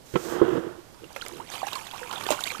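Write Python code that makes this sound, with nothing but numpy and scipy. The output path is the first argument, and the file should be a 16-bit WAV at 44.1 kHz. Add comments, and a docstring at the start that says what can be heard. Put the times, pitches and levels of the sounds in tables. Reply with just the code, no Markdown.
"""Boots churn a muddy puddle close to a hand-held camera, after its housing is bumped and rubbed.
The puddle is shaped noise grains for slosh and spray, gliding sines for bubbles, noise bursts for snaps
of mud film and ticks of spray; one big plop stands out. Bumps ring damped housing modes, the hand thumps
in low sines, rubbing is filtered grains. Nearly all is on the right; the left holds only a faint hiss."""
import sys
import numpy as np
from scipy import signal
from scipy.fft import rfft, irfft
from scipy.io import wavfile

SR = 44100
rng = np.random.default_rng(int(sys.argv[2]) if len(sys.argv) > 2 else 0)


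def wav_out(sig):
    """Save sig, one row per channel (or a flat mono array), as 16-bit PCM at SR to the path in sys.argv[1]."""
    wavfile.write(sys.argv[1], SR, np.round(np.clip(np.atleast_2d(sig).T, -1, 1) * 32767).astype(np.int16))


N = 114660
T = np.arange(N) / SR


def amp(db):
    """Decibels to gain."""
    return 10 ** (np.asarray(db) / 20)


def evened(x):
    """Scales to rms 1."""
    return x / np.sqrt(np.mean(x ** 2) + 1e-20)


def noise():
    """White noise as long as the scene."""
    return rng.standard_normal(N)


def add(mix, start_s, sound):
    """Mixes a sound in at start_s, cut off at the end of the mix."""
    part = mix[max(round(start_s * SR), 0):][:len(sound)]
    part += sound[:len(part)]


def level(rows, axis=1):
    """Gain along a dB curve, fading out exponentially beyond its ends."""
    rows = np.array(rows)
    outside_s = np.maximum(rows[0, 0] - T, 0) + np.maximum(T - rows[-1, 0], 0)
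    return amp(np.interp(T, rows[:, 0], rows[:, axis])) * np.exp(-outside_s / 0.0059)


def colour(x, points):
    """Causal minimum-phase filter of unit energy with the given spectrum."""
    hz, db = np.transpose(points)
    size = 8192
    f = np.fft.rfftfreq(size, 1 / SR)
    curve_db = np.interp(np.log(f + 1), np.log(np.sort(hz)), db)
    # folding the cepstrum puts the filter's energy first
    cepstrum = irfft(np.log(amp(curve_db)))
    cepstrum[1:size // 2] *= 2
    cepstrum[size // 2 + 1:] = 0
    taps = irfft(np.exp(rfft(cepstrum)))[:size // 2]
    return signal.fftconvolve(x, taps / np.linalg.norm(taps))[:N]


def grains(per_s, spread_db, clump_db=3, clump_s=0.0054):
    """Random clicks of uneven size that come in clumps, at rms 1."""
    sizes = amp(spread_db * np.minimum(rng.exponential(1, N), 4)) * rng.choice([-1, 1], N)
    clumps = np.interp(T / clump_s, np.arange(N), np.clip(rng.standard_normal(N), -2, 2))
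    hits = rng.random(N) < per_s / SR
    return evened(sizes * hits * amp(clump_db * clumps))


def bursts(rows, rise_s):
    """Envelope of quick bursts, from rows (time [s], level [dB], decay [s])."""
    out, t = np.zeros(N), T[:SR // 4]
    for start_s, db, decay_s in rows:
        add(out, start_s, amp(db) * (1 - np.exp(-t / rise_s)) * np.exp(-t / decay_s))
    return out


# Spectrum of the right-hand noise bed: (frequency [Hz], relative level [dB])
AIR_SPECTRUM = [(20, 0.5), (120, 2.5), (500, 0), (2000, -14), (5000, -14), (15000, -22.5)]


def air():
    """Steady noise under the right side, strongest in the lows and mids."""
    return amp(-48.5) * colour(noise(), AIR_SPECTRUM)


# Spectrum of the left-hand hiss: (frequency [Hz], relative level [dB])
IDLE_SPECTRUM = [(45, -1.5), (130, 1), (1500, -18.5), (14500, -28)]


def idle_hiss():
    """Faint steady hiss, weighted to the lows."""
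    return amp(-56.5) * colour(noise(), IDLE_SPECTRUM)


# Hiss that goes with the rubbing: (time [s], level [dB])
HISS_LEVEL = [(.06, -51), (.24, -38), (.34, -39), (.42, -52), (.56, -49.5), (.68, -62), (.9, -77)]
# Rubbing on the housing: (time [s], relative ring level [dB], relative rasp level [dB])
RUB_LEVELS = [(.14, -58, -43.5), (.2, -35.5, -38), (.24, -31.5, -44), (.335, -22.5, -30.5), (.40, -30, -33),
              (.48, -23, -31), (.575, -23.5, -34), (.605, -32, -39.5), (.675, -32, -42), (.92, -67, -64)]
# Light brushes on the housing: (time [s], half-width to 1/e [s], ring level [dB])
BRUSHES = [(1.041, 0.021, -39), (1.364, 0.067, -37)]
# Spectra of the rubbing's three parts: (frequency [Hz], relative level [dB])
HISS_SPECTRUM = [(3500, -2), (7000, 2), (11000, -9), (14500, -2.5)]
RING_SPECTRUM = [(25, -39), (130, -19), (290, -16), (335, -1), (355, 1.5), (395, -10), (465, -7.5),
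                 (550, -18.5), (2000, -69.5)]
RASP_SPECTRUM = [(200, -34.5), (600, -1), (820, -4), (1100, -2), (1500, -4), (2000, -13.5), (2300, -20.5),
                 (3200, -15), (4300, -30.5), (15000, -50)]
RING_DB, RASP_DB, RUB_GRAIN_DB = 1, 0.5, 1.5  # trims, and spread of slip sizes


def rubbing():
    """Tiny slips on the housing give a hollow ring, a rasp and a hiss."""
    brushes = sum(amp(db) * np.exp(-((T - s) / width_s) ** 2) for s, width_s, db in BRUSHES)
    ring_level = amp(RING_DB) * level(RUB_LEVELS) + brushes
    ring = evened(colour(grains(4000, RUB_GRAIN_DB, clump_db=4.5), RING_SPECTRUM)) * ring_level
    slips = grains(4000, RUB_GRAIN_DB, clump_db=1.5) * level(RUB_LEVELS, axis=2)
    rasp = amp(RASP_DB) * colour(slips, RASP_SPECTRUM)
    hiss = colour(noise(), HISS_SPECTRUM) * level(HISS_LEVEL)
    return ring + rasp + hiss


# Soft thumps of the hand: (time [s], envelope peak [dB], pitch [Hz])
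THUMPS = [(0.137, -28.5, 129), (0.529, -26.5, 144), (.562, -22, 273), (.579, -27.5, 202),
          (2.594, -26.5, 191)]
THUMP_PEAK_S = 0.0047  # time for a thump to reach its peak


def thumps():
    """Soft presses of the hand, too dull to ring the housing: a few low cycles each."""
    out, t = np.zeros(N), T[:SR // 4]
    for start_s, db, hz in THUMPS:
        press = t / THUMP_PEAK_S * np.exp(1 - t / THUMP_PEAK_S)
        add(out, start_s, amp(db) * press * np.sin(2 * np.pi * hz * t))
    return out


# Bumps on the housing: (time [s], relative level [dB], brightness corner [Hz], relative scuff level [dB])
KNOCKS = [(.139, -12, 193, -32.5), (0.153, -13, 390, -51), (0.157, -8.5, 2500, -19), (0.415, -4, 840, -38),
          (0.4269, -7, 410, -52), (.484, -17.5, 700, -33), (.578, -17, 284, -58)]
# What the housing rings with: (frequency [Hz], relative level [dB], time to fall 60 dB [s])
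HOUSING_MODES = [(134, -22, 0.12), (244, -15, 0.044), (370.5, 4, 0.042), (476, -8, 0.054),
                 (1065, -4, 0.023), (1322, -17, 0.078), (1980, -18, 0.028), (3245, -7, 0.013)]
# Spectrum of the scuffs: (frequency [Hz], relative level [dB])
SCUFF_SPECTRUM = [(40, -19), (150, 13.5), (1200, 2.5), (3300, -3), (5000, -21), (15000, -59)]
KNOCK_DB, KNOCK_RISE_S = 6.5, 0.003
SCUFF_S, CRACK_DB, CRACK_S = 0.0095, 3, 0.00046  # scuff decay; trim and decay of its sharp onset


def knocks():
    """Bumps ring the housing; soft ones reach only its low modes, and each scuffs a little."""
    out, t = np.zeros(N), T[:SR // 4]
    for start_s, db, bright_hz, _ in KNOCKS:
        ring = np.zeros(len(t))
        for hz, mode_db, t60_s in HOUSING_MODES:
            mode_gain = amp(mode_db) / np.hypot(1, (hz / bright_hz) ** 2)
            ring += mode_gain * np.exp(-np.log(1000) * t / t60_s) * np.sin(2 * np.pi * hz * t)
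        add(out, start_s, amp(db + KNOCK_DB) * ring * (1 - np.exp(-t / KNOCK_RISE_S)))
    scuffs = bursts([(s, db, SCUFF_S) for s, _, _, db in KNOCKS], 0.00037)
    cracks = bursts([(s, db + CRACK_DB, CRACK_S) for s, _, _, db in KNOCKS], CRACK_S / 10)
    return out + colour((scuffs + cracks) * noise(), SCUFF_SPECTRUM)


FLUTTER_DB, FLUTTER_S = 2, 0.0025  # depth, and time between gain changes


def flutter(t):
    """Uneven gain of thick mud that sticks and gives way every few milliseconds."""
    knots = np.clip(rng.standard_normal(size=128), -1, 1)
    return amp(FLUTTER_DB * np.interp(t / FLUTTER_S, np.arange(len(knots)), knots))


SWELL_S, SWELL_PER_OCTAVE = 0.0011, 0.013  # base swell; extra seconds per octave glided in one decay
WOBBLE, WOBBLE_S = 0.047, 0.0015  # pitch wobble as a share, and its time step


def bubble(hz, decay_s, glide):
    """A pocket of air swells into its note and dies, wobbling and gliding as it nears the surface."""
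    swell_s = SWELL_S + SWELL_PER_OCTAVE * abs(glide) * decay_s
    t = np.arange(0, swell_s + 7 * decay_s, 1 / SR)
    knots = rng.standard_normal(size=128)
    wobble = np.exp(WOBBLE * np.interp(t / WOBBLE_S, np.arange(len(knots)), knots))
    # the glide rises one octave at most
    pitch = np.minimum(hz * wobble * 2 ** np.minimum(glide * t, 1), SR / 2)
    swell = np.sin(np.pi / 2 * np.minimum(t / swell_s, 1)) ** 2
    decay = np.exp(-np.maximum(t - swell_s, 0) / decay_s)
    return swell * decay * flutter(t) * np.sin(2 * np.pi * np.cumsum(pitch) / SR)


# Swarms of small bubbles: (middle pitch [Hz], spread [octaves], rate [per s], relative level [dB])
SWARMS = [(985, 0.443, 210, -1), (2890, 0.387, 340, 1.5), (7530, 0.362, 220, -2)]
# Stirring of the puddle: (time [s], relative slosh level [dB], relative spray level [dB])
STIR_LEVELS = [(.85, -66, -91), (1.15, -54.5, -56.5), (1.27, -48.5, -53.5), (1.38, -51.5, -56),
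               (1.46, -60.5, -59.5), (1.54, -43.5, -46), (1.63, -46.5, -52), (1.78, -46.5, -46.5),
               (1.915, -51, -54.5), (1.97, -42, -51), (2.07, -47.5, -51), (2.13, -40, -53),
               (2.33, -39.5, -42.5), (2.375, -43, -46.5), (2.49, -43.5, -42.5), (2.6, -46, -52.5)]
SMALL_SPREAD_DB, SMALL_CYCLES = 3, 2.8  # size spread; typical decay in cycles at 1200 Hz
SMALL_GLIDE = 12  # spread of the glides [octaves per s]; their middle is half of it


def gurgle(count=700):
    """Swarms of small, quickly damped, gliding bubbles; the high ones follow the spray."""
    out = np.zeros(N)
    for hz, octaves, per_s, db in SWARMS:
        swarm = np.zeros(N)
        starts = STIR_LEVELS[0][0] + np.cumsum(rng.exponential(size=count)) / per_s
        draws = np.clip(rng.standard_normal(size=(count, 4)), -2, 2)
        for start_s, (pitch, size, ring, glide) in zip(starts, draws):
            note_hz = hz * 2 ** (octaves * pitch)
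            decay_s = SMALL_CYCLES / np.sqrt(note_hz * 1200) * np.exp(0.5 * ring)
            note = bubble(note_hz, decay_s, SMALL_GLIDE * (0.5 + glide))
            add(swarm, start_s, amp(db + SMALL_SPREAD_DB * size) * note)
        out += swarm * level(STIR_LEVELS, axis=1 if hz < SWARMS[1][0] else 2)
    return out


# Spectra of slosh and spray: (frequency [Hz], relative level [dB])
SLOSH_SPECTRUM = [(25, -11), (120, -2), (1200, -2), (2000, -7.5), (3200, -5.5), (4800, -16.5), (15000, -18)]
SPRAY_SPECTRUM = [(1000, -15), (7000, 7), (10000, 0.5), (14500, -0.5)]
SLOSH_DB, GURGLE_DB, SPRAY_DB = 1.5, 10, 2.8
SLOSH_GRAIN_DB, SPRAY_GRAIN_DB, DROPS_PER_S = 2, 3, 3300


def puddle():
    """The boots stir thick water: slosh, gurgle and a fine crackle of spray."""
    slosh_grains = grains(2500, SLOSH_GRAIN_DB, clump_db=2.5) * level(STIR_LEVELS)
    slosh = colour(slosh_grains, SLOSH_SPECTRUM)
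    drops = grains(DROPS_PER_S, SPRAY_GRAIN_DB, clump_db=2.5) * level(STIR_LEVELS, axis=2)
    spray = colour(drops, SPRAY_SPECTRUM)
    return amp(SLOSH_DB) * slosh + amp(GURGLE_DB) * gurgle() + amp(SPRAY_DB) * spray


# Base spectrum of a snap: (frequency [Hz], relative level [dB])
SNAP_SPECTRUM = [(60, -25), (300, -4.5), (1200, 6), (1800, -8), (3000, -1), (10000, -10.5), (15000, -6)]
POCKET_DB, POCKET_OCTAVES = 10.5, 0.17  # height and width of the pocket's resonance
SNAP_PATCH_DB, DULL_DB_PER_OCTAVE = 3.5, 3  # random unevenness; slope above the pocket's pitch


def snap(decay_s, pocket_hz, count=60):
    """A burst of tiny ruptures, coloured by the pocket behind the film and duller above its pitch."""
    t = T[:SR // 8]
    envelope = (1 - np.exp(-t / 0.0001)) * np.exp(-t / decay_s)
    burst = envelope * rng.standard_normal(len(t)) * flutter(t)
    hz, db = np.transpose(SNAP_SPECTRUM)
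    f = np.linspace(hz[0], hz[-1], count)
    octaves_off = np.log2(f / pocket_hz)
    pocket = POCKET_DB * np.exp(-(octaves_off / POCKET_OCTAVES) ** 2 / 2)
    dull = DULL_DB_PER_OCTAVE * np.maximum(octaves_off, 0)
    patches = SNAP_PATCH_DB * rng.standard_normal(count)
    shape = np.interp(np.log(f), np.log(hz), db) + pocket - dull + patches
    return colour(burst, np.transpose([f, shape]))


# Mud films tearing and throwing spray: (time [s], level [dB], decay [s], pitch of the torn pocket [Hz])
SNAPS = [(.944, -37.5, 0.0022, 3200), (1.042, -37.5, 0.0043, 3170), (1.162, -26, 0.0067, 1570),
         (1.219, -25.5, 0.0027, 4330), (1.251, -29.5, 0.002, 3620), (1.263, -26, 0.0037, 2150),
         (1.501, -27, 0.0019, 6350), (1.516, -32, 0.016, 3980), (1.538, -29.5, 0.0036, 3480),
         (1.551, -30.5, 0.012, 2650), (1.667, -27.5, 0.0092, 6100), (1.681, -26.5, 0.0086, 2700),
         (1.731, -20, 0.0039, 3900), (1.754, -24, 0.0046, 4380), (1.868, -30.5, 0.0059, 3500),
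         (1.912, -26.5, 0.002, 3200), (1.979, -30, 0.0033, 2580), (2.111, -30, .006, 3060),
         (2.127, -27.5, 0.011, 760), (2.21, -23, 0.0026, 2360), (2.238, -25.5, 0.0022, 4400),
         (2.266, -18.5, .002, 3050), (2.288, -19.5, 0.0037, 2800), (2.3047, -18.5, 0.008, 7650),
         (2.313, -16.5, 0.0064, 2630), (2.32, -17.5, 0.01, 695), (2.333, -21, 0.0096, 1070),
         (2.406, -25.5, 0.0058, 7000), (2.467, -22.5, 0.0028, 2300), (2.471, -31, 0.011, 6760),
         (2.518, -26, 0.0027, 3780)]


def snaps():
    """Mud films tear one by one, each with its own pocket."""
    out = np.zeros(N)
    for start_s, db, *film in SNAPS:
        add(out, start_s, amp(db) * snap(*film))
    return out


# Clear bubbles: (time [s], level [dB], pitch [Hz], decay [s], glide [octaves per s])
BUBBLES = [(1.105, -31, 790, 0.0018, 0), (1.161, -25, 590, 0.0092, -10), (1.162, -27.5, 2050, 0.0031, 9),
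           (1.212, -24.5, 3100, 0.0017, 23), (1.222, -24, 1480, 0.004, -10), (1.397, -27, 800, 0.01, 30),
           (1.617, -21.5, 990, 0.0027, 21), (1.63, -16, 755, 0.0081, 6), (1.669, -22.5, 730, 0.007, 21.5),
           (1.677, -27.5, 1380, 0.002, 68), (1.722, -27, 934, 0.0057, 43),
           (1.756, -24.5, 1113, 0.019, -8.5), (1.934, -28.5, 940, 0.006, 12),
           (1.961, -29.5, 900, 0.0018, 95), (2.016, -31, 499, 0.023, -1), (2.031, -21, 1540, 0.00084, 6),
           (2.105, -25, 1190, 0.0027, 43), (2.135, -20.5, 1283, 0.0026, 26), (2.158, -26, 3450, 0.0091, 1),
           (2.18, -24, 3280, 0.0024, 8), (2.265, -20.5, 427, 0.003, -8), (2.289, -19, 686, 0.0038, 19),
           (2.305, -9.5, 614, 0.01, -3), (2.315, -19, 291, 0.0054, 0), (2.390, -19, 1250, 0.0017, 47),
           (2.437, -13.5, 3520, 0.0014, 72), (2.473, -19.5, 2400, 0.0031, 14),
           (2.503, -18, 2370, 0.0023, 22), (2.546, -25.5, 939, 0.0051, 66)]


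def bubbles():
    """Single bubbles that pop or chirp, their air pockets ringing as gliding sines."""
    out = np.zeros(N)
    for start_s, db, *note in BUBBLES:
        add(out, start_s, amp(db) * bubble(*note))
    return out


# Bright ticks of fine spray: (time [s], level [dB], decay [s])
TICKS = [(1.128, -33, .0011), (1.283, -16, 0.0009), (2.438, -17, 0.0014)]
# Spectrum of a tick: (frequency [Hz], relative level [dB])
TICK_SPECTRUM = [(3000, -14), (7000, 3), (14500, 2)]


def ticks():
    """Fine spray ticks: very short bursts of bright noise."""
    return colour(bursts(TICKS, 0.0004) * noise(), TICK_SPECTRUM)


def surroundings(x, wet_db=-14, decay_s=0.026):
    """Adds faint, short reflections from boots and ground: sparse, decaying random echoes."""
    t = T[:SR // 8]
    echoes = rng.standard_normal(len(t)) * (rng.random(len(t)) < 0.05)
    taps = echoes * np.exp(-t / decay_s) * (t > 0.001)
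    return x + amp(wet_db) * signal.fftconvolve(x, taps / np.linalg.norm(taps))[:N]


def scene():
    """The puddle and the handling on the right; a faint hiss on the left."""
    handling = knocks() + thumps() + rubbing()
    mud = surroundings(ticks() + bubbles() + snaps() + puddle())
    right = handling + mud + air()
    left = idle_hiss()
    return np.array([left, right])


def record(dry):
    """Limits the band with a steep low-pass at 14750 Hz."""
    low_pass = signal.firwin(401, 14750, window=("kaiser", 8), fs=SR)
    return signal.oaconvolve(dry, low_pass[None], "same")


dry = scene()
out = record(dry)
wav_out(out)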